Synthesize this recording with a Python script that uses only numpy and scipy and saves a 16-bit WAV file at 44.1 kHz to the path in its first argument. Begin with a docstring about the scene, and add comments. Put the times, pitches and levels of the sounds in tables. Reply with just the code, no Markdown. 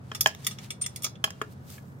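"""A sleeve swishes and steel clanks, close to the microphone, outdoors by a house wall.
A pipe wrench is pulled off a gas meter's pipe fitting, carried aside and set on again.
Its loose jaw clinks, and squeaks once as it sticks and slips; pipe and meter ring with dull clanks.
Gloves and sleeves rub on the metal, the yard gives short echoes, and a low rumble lies far behind."""
import sys
import numpy as np
from scipy import signal
from scipy.fft import rfft, irfft
from scipy.io import wavfile

SR = 44100
rng = np.random.default_rng(int(sys.argv[2]) if len(sys.argv) > 2 else 0)


def unload_wav(signal):
    """Save mono or channel-first audio to the path in sys.argv[1] as 16-bit WAV at rate SR, clipped to [-1, 1]."""
    wavfile.write(
        sys.argv[1],
        SR,
        np.round(np.clip(np.atleast_2d(signal).T, -1, 1) * 32767).astype(np.int16),
    )


N = 88200

# Wrench on pipe, and the loose jaw and nut rattling. 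Each row: start in seconds, level in dB in each
# of seven bands, contact time in seconds, share of the free ring time.
PIPE_CLANKS = [(0.1162, -47.5, -44, -40.5, -40.5, -40.5, -49, -65, 0.0014, 0.7),
               (0.2597, -39, -21.5, -36, -17.5, -19.5, -28.5, -39, 0.0029, 0.42),
               (0.2706, -46.5, -33.5, -61, -52, -50, -28.0, -38, 0.0007, 1.1),
               (1.2408, -44.0, -32.5, -34.5, -27.5, -21.5, -29, -34, 0.0023, 0.81),
               (1.277, -59, -41, -48, -50, -62, -67, -63, 0.0019, 0.9),
               (1.3045, -56, -56, -54, -45.5, -47.5, -44, -53, 0.0018, 0.45),
               (1.4145, -35, -39, -30, -34, -41, -46, -51, 0.0066, 0.45),
               (1.78, -64, -68.5, -64, -50, -62.5, -76, -64, 0.0039, 0.65)]
JAW_CLINKS = [(.148, -44, -39, -36, -47, -51, -46.5, -60, 0.0027, .55),
              (.2078, -42, -31, -22, -31.5, -39, -22.5, -42.5, 0.0024, 0.37),
              (.349, -57, -47.5, -50, -77, -77, -61, -60, 0.00044, 0.06),
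              (.446, -72, -45.5, -39.5, -56, -62, -53, -58, 0.0017, 0.36),
              (.4664, -40.5, -27.5, -27.5, -32, -35, -30.5, -38.5, 0.0025, 0.34),
              (.51, -50.5, -43, -44, -47, -70, -56, -70, 0.0023, 0.68),
              (.586, -55, -44, -46, -62, -68, -63, -85, 0.00059, .5),
              (.7046, -52.5, -36, -37.5, -37.5, -50, -49.5, -63, 0.0018, 0.5),
              (.8125, -54.5, -48, -39, -61, -51, -69, -56, .013, 0.31),
              (.841, -60.5, -41.5, -50, -40.5, -68, -75, -82, .0013, 0.74),
              (.862, -50, -37.5, -33.5, -33, -44, -43.5, -56, 0.0013, 0.28),
              (.96, -70, -43.5, -41, -43.5, -42, -44, -57, 0.0016, 0.42),
              (1.0215, -57, -54, -44, -44, -55, -47.5, -66, .0011, .5),
              (1.0325, -63.5, -43.5, -42, -45, -55, -39.5, -45, .0022, 0.71),
              (1.0428, -39.5, -32, -26, -41.5, -36, -39, -44, 0.0038, 0.46),
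              (1.064, -41, -43.5, -39, -61, -67, -67, -69, 0.0024, 0.31),
              (1.155, -63.5, -53, -63, -77, -85, -89, -97, .0009, 0.43),
              (1.701, -58.5, -57, -54.5, -56.5, -67, -55.5, -61, .001, .25)]
# The edges of those seven bands, in Hz.
PIPE_EDGES_HZ = [250, 550, 1150, 1550, 2800, 4200, 8000, 16000]
JAW_EDGES_HZ = [800, 1800, 4200, 8000, 9100, 9950, 14000, 16000]
# Modes of the pipe with the meter case, and of the steel jaw with its nut.
# Each row: frequency in Hz, relative level in dB before the bands are set, free t60 in seconds.
PIPE_MODES = [(230.7, -5.5, 0.2), (426, 4, .13), (645, 1, .12), (811.5, 7.5, 0.062), (1093, 17, 0.038),
              (1298, 20.5, 0.025), (1700, 16, 0.05), (2200, 2, .025), (2492, -9.5, .1), (2790, -21.5, .55),
              (3173, 25, .027), (5360, 9, 0.062), (6700, -9, .04), (10690, 1.5, 0.053)]
JAW_MODES = [(1250, 4, .17), (2260, -6, .08), (2800, 2, .04), (3410, 10, .05), (3500, -9, .25),
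             (5380, 4, .08), (5850, 4, .07), (7010, 4, .09), (8680, 5, .15), (9560, 4, .07),
             (10335, 9, .065), (11025, 5, .07), (12130, 4, .08), (13310, 4, .09), (14840, 2, .1)]
# The jaw squeaking, the sleeve swinging with the arm, the glove sliding along the pipe.
# Each row: time in seconds, level in dB.
SQUEAK_LEVEL = [(.811, -60), (.8155, -31), (.821, -22), (.828, -29), (.832, -38), (.835, -32), (.845, -41),
                (.862, -49), (.91, -70)]
SLEEVE_LEVEL = [(0, -71.5), (.13, -59.5), (.37, -60), (.44, -52.5), (.53, -53.5), (.57, -63.5),
                (.645, -48.5), (.69, -62), (.79, -70), (.99, -61), (1.18, -72), (1.4, -63), (2, -79)]
GLOVE_LEVEL = [(1.44, -88), (1.525, -57.5), (1.56, -83), (1.64, -68), (1.705, -49), (1.755, -50),
               (1.81, -64.5), (2, -71.5)]
# Tone of sleeve, glove, yard echoes and distant rumble. Each row: frequency in Hz, relative level in dB.
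SLEEVE_TONE = [(200, -10.5), (1300, -1.5), (3300, -0.5), (6500, -5.5), (10000, -8.5), (12000, -13),
               (15000, -13)]
GLOVE_TONE = [(200, -21.5), (1500, -4.5), (3300, -0.5), (8500, -1.5), (10500, -4.5), (13000, -0.5),
              (16000, -3)]
YARD_TONE = [(600, 2), (1700, -3), (2500, -4), (3150, -7.5), (3900, -0.5), (8000, -4.5), (15000, 0.5)]
RUMBLE_TONE = [(20, -38), (50, -19.5), (70, -10), (90, 3), (125, 3.5), (160, -1), (210, -2.5), (300, -13),
               (430, -14.5), (700, -20.5), (1500, -28.5), (3000, -50.5), (8000, -80)]
# Decay of the yard's echoes. Each row: frequency in Hz, t60 in seconds.
YARD_T60 = [(200, 0.41), (1000, 0.13), (3000, 0.23), (7000, 0.15)]
# Stereo width of the near and far sounds; the near ones narrow to the centre in the top treble.
# Each row: frequency in Hz, side gain in dB.
NEAR_WIDTH = [(300, -12.5), (700, -9.5), (1400, 3), (3200, -2.5), (5400, 4), (9500, 1), (12500, -18.5)]
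RUMBLE_WIDTH = [(30, -5.5), (90, -20.5), (200, -8.5), (500, -4.5), (4000, 12.5), (12000, -1.5)]

CHATTER_DB = -10.5  # slips within a contact, against its first impact
HUMP_WIDTH_HZ, VALLEY_DB = 81.5, -1.5  # clatter round the modes: width at 1 kHz, floor between them
SQUEAK_HZ, SQUEAK_WAVER = 8710, 0.0021
RUB_GRAIN_DB, FRICTION_SIDE_DB = 1.5, -3.5
YARD_DB, YARD_DELAY_S = -12.5, .008
RUMBLE_DB, HUM_HZ, HUM_DB, HUM_WAVER = -46, 132.03, -49.5, 0.0234
PAN_RIGHT_DB, CUTOFF_HZ = 0.22, 15900


def wrench_blows(rows, modes, edges, clatter_db, clatter_t60):
    """Blows on one piece of metal, close up; a firmer grip shortens the ring."""
    out = np.zeros((2, N))
    for start_s, *band_db, contact_s, ring_share in rows:
        held_modes = [(hz, db, t60 * ring_share) for hz, db, t60 in modes]
        blow = strike(held_modes, clatter_db, clatter_t60 * ring_share, contact_s)
        add(out, start_s, strike_position(blow, edges, band_db))
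    return out


def strike(modes, clatter_db, clatter_t60, contact_s):
    """A chattering contact rings the metal's modes and stirs a noisy clatter around them."""
    t = np.arange(SR // 3) / SR
    hz, db, t60 = np.transpose(modes)[:, :, None]
    phase, lean = rng.uniform(-1.054, 1, (2, len(modes), 1))
    spread = np.sign(lean) * np.arctan(amp(read(NEAR_WIDTH, hz)))  # opposite phase shift in each channel
    fade = amp(db - 60 * t / t60)
    angle = 2 * np.pi * (hz * t + phase)
    ring = np.array([(fade * np.sin(angle + channel * spread)).sum(0) for channel in (1, -1)])
    mid, side, slips = rng.standard_normal((3, len(t)))
    clatter = colour(stereo(mid, colour(side, NEAR_WIDTH)), clatter_tone(modes))
    clatter *= amp(clatter_db - 60 * t / clatter_t60)
    force = amp(CHATTER_DB) * slips * (rng.random(len(t)) < .12) * np.exp(-(t / contact_s) ** 2)
    force[0] = 1  # the first impact
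    clatter = signal.fftconvolve(clatter, force[None] / np.linalg.norm(force), axes=1)[:, :len(t)]
    attack = 1 - np.exp(-2 * t / contact_s)
    return (ring + clatter) * attack


def clatter_tone(modes):
    """The clatter gathers in a broad hump at each mode. Each row returned: frequency in Hz, gain in dB."""
    mode_hz = np.transpose(modes)[0][:, None]
    hz = np.linspace(0, SR / 2, 1024)
    width_hz = HUMP_WIDTH_HZ * np.sqrt(mode_hz / 1000)
    humps = 1 / (1 + ((hz - mode_hz) / width_hz) ** 2) ** 2
    return np.transpose([hz, 10 * np.log10(humps.sum(0) + amp(VALLEY_DB) ** 2)])


def strike_position(blow, edges, band_db):
    """Where a blow lands sets each band's strength: its first 11 ms are brought to band_db."""
    hz, density = signal.periodogram(blow[:, :SR // 90], SR, "boxcar", 2048)
    bands = list(zip(edges, edges[1:]))
    power = [density[:, (hz >= lo) & (hz < hi)].mean() * (hi - lo) for lo, hi in bands]
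    gain_db = np.array(band_db) - 10 * np.log10(power)
    bass_rolloff = [(edges[0] / 10, gain_db[0] - 40), (edges[0] / 2, gain_db[0])]
    shelves = [(lo * (hi / lo) ** u, db) for (lo, hi), db in zip(bands, gain_db) for u in (.1, .85)]
    return colour(blow, bass_rolloff + shelves)


def jaw_squeak():
    """The jaw sticks and slips on its thread; the friction sustains one high mode."""
    t = np.arange(N) / SR
    phase = wavering_phase(SQUEAK_HZ, SQUEAK_WAVER, rate_hz=160)
    tone = unit(stereo(np.sin(phase), amp(FRICTION_SIDE_DB) * np.cos(phase)))
    sounding = (t > SQUEAK_LEVEL[0][0]) & (t < SQUEAK_LEVEL[-1][0])
    return tone * level(SQUEAK_LEVEL) * sounding


def rub(stroke, tone):
    """Cloth or rubber slides near the microphone with a fine-grained hiss."""
    mid, side = rng.standard_normal((2, N)) * amp(RUB_GRAIN_DB * drift(300))
    return unit(colour(stereo(mid, amp(FRICTION_SIDE_DB) * side), tone)) * level(stroke)


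def yard_echoes(metal):
    """Short scattered echoes come back from the wall, meter and paving."""
    taps = rng.standard_normal((2, SR // 2)) * (rng.random((2, SR // 2)) < .1)
    hz, t, spectrum = signal.stft(taps, SR, nperseg=256)
    decay = amp(-60 * t / read(YARD_T60, hz)[:, None])
    tail = signal.istft(spectrum * decay, SR, nperseg=256)[1]
    tail *= np.arange(tail.shape[1]) / SR > YARD_DELAY_S
    echoes = signal.fftconvolve(metal, tail / np.linalg.norm(tail[0]), axes=1)[:, :N]
    return amp(YARD_DB) * colour(echoes, YARD_TONE)


def distant_rumble():
    """Far-off rumble and air, with a wavering hum in the centre."""
    mid, side = colour(rng.standard_normal((2, N)), RUMBLE_TONE)
    rumble = unit(stereo(mid, colour(side, RUMBLE_WIDTH)))
    hum = np.sin(wavering_phase(HUM_HZ, HUM_WAVER, rate_hz=7.4)) * (1 + 0.14 * drift(8))
    return amp(RUMBLE_DB) * rumble + amp(HUM_DB) * unit(hum)


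def amp(db):
    """Decibels to gain."""
    return 10 ** (np.asarray(db) / 20)


def unit(x):
    """Scales to rms 1."""
    return x / np.sqrt(np.mean(x ** 2) + 1e-20)


def read(points, hz):
    """Reads a table on a log-frequency axis."""
    table_hz, value = np.transpose(points)
    return np.interp(np.log(hz + 1), np.log(table_hz + 1), value)


def level(points):
    """Gain over time from rows of seconds and dB."""
    return amp(np.interp(np.arange(N) / SR, *np.transpose(points)))


def colour(x, points):
    """Filters by rows of Hz and dB."""
    n = x.shape[-1]
    gain = amp(read(points, np.fft.rfftfreq(2 * n, 1 / SR)))
    return irfft(rfft(x, 2 * n) * gain)[..., :n]


def drift(rate_hz):
    """Smooth random motion of rms 1."""
    rolloff = 1 + (np.fft.rfftfreq(N, 1 / SR) / rate_hz) ** 4
    return unit(irfft(rfft(rng.standard_normal(N)) / rolloff, N))


def wavering_phase(hz, waver, rate_hz):
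    """Phase of a tone whose pitch wanders by the rms fraction waver."""
    return 2 * np.pi * np.cumsum(hz * (1 + waver * drift(rate_hz))) / SR


def stereo(mid, side):
    """Left and right from middle and side."""
    return np.array([mid + side, mid - side])


def add(mix, start_s, sound):
    """Mixes a sound in at start_s."""
    part = mix[:, round(start_s * SR):][:, :sound.shape[1]]
    part += sound[:, :part.shape[1]]


def scene():
    """The open yard: wrench and pipe close to the microphone, slightly right, the rumble far off."""
    pipe = wrench_blows(PIPE_CLANKS, PIPE_MODES, PIPE_EDGES_HZ, clatter_db=20, clatter_t60=0.031)
    jaw = wrench_blows(JAW_CLINKS, JAW_MODES, JAW_EDGES_HZ, clatter_db=8, clatter_t60=0.15)
    metal = pipe + jaw
    left, right = yard_echoes(metal) + rub(SLEEVE_LEVEL, SLEEVE_TONE) + rub(GLOVE_LEVEL, GLOVE_TONE)
    echoes_and_rubs = stereo((left + right) / 2, colour((left - right) / 2, NEAR_WIDTH))
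    near = metal + jaw_squeak() + echoes_and_rubs
    return near * amp([[-PAN_RIGHT_DB], [PAN_RIGHT_DB]]) + distant_rumble()


def record(dry):
    """The recorder cuts the treble above CUTOFF_HZ."""
    lowpass = signal.firwin(255, CUTOFF_HZ, window=("kaiser", 9), fs=SR)
    return signal.oaconvolve(dry, lowpass[None], "same")


dry = scene()
out = record(dry)
unload_wav(out)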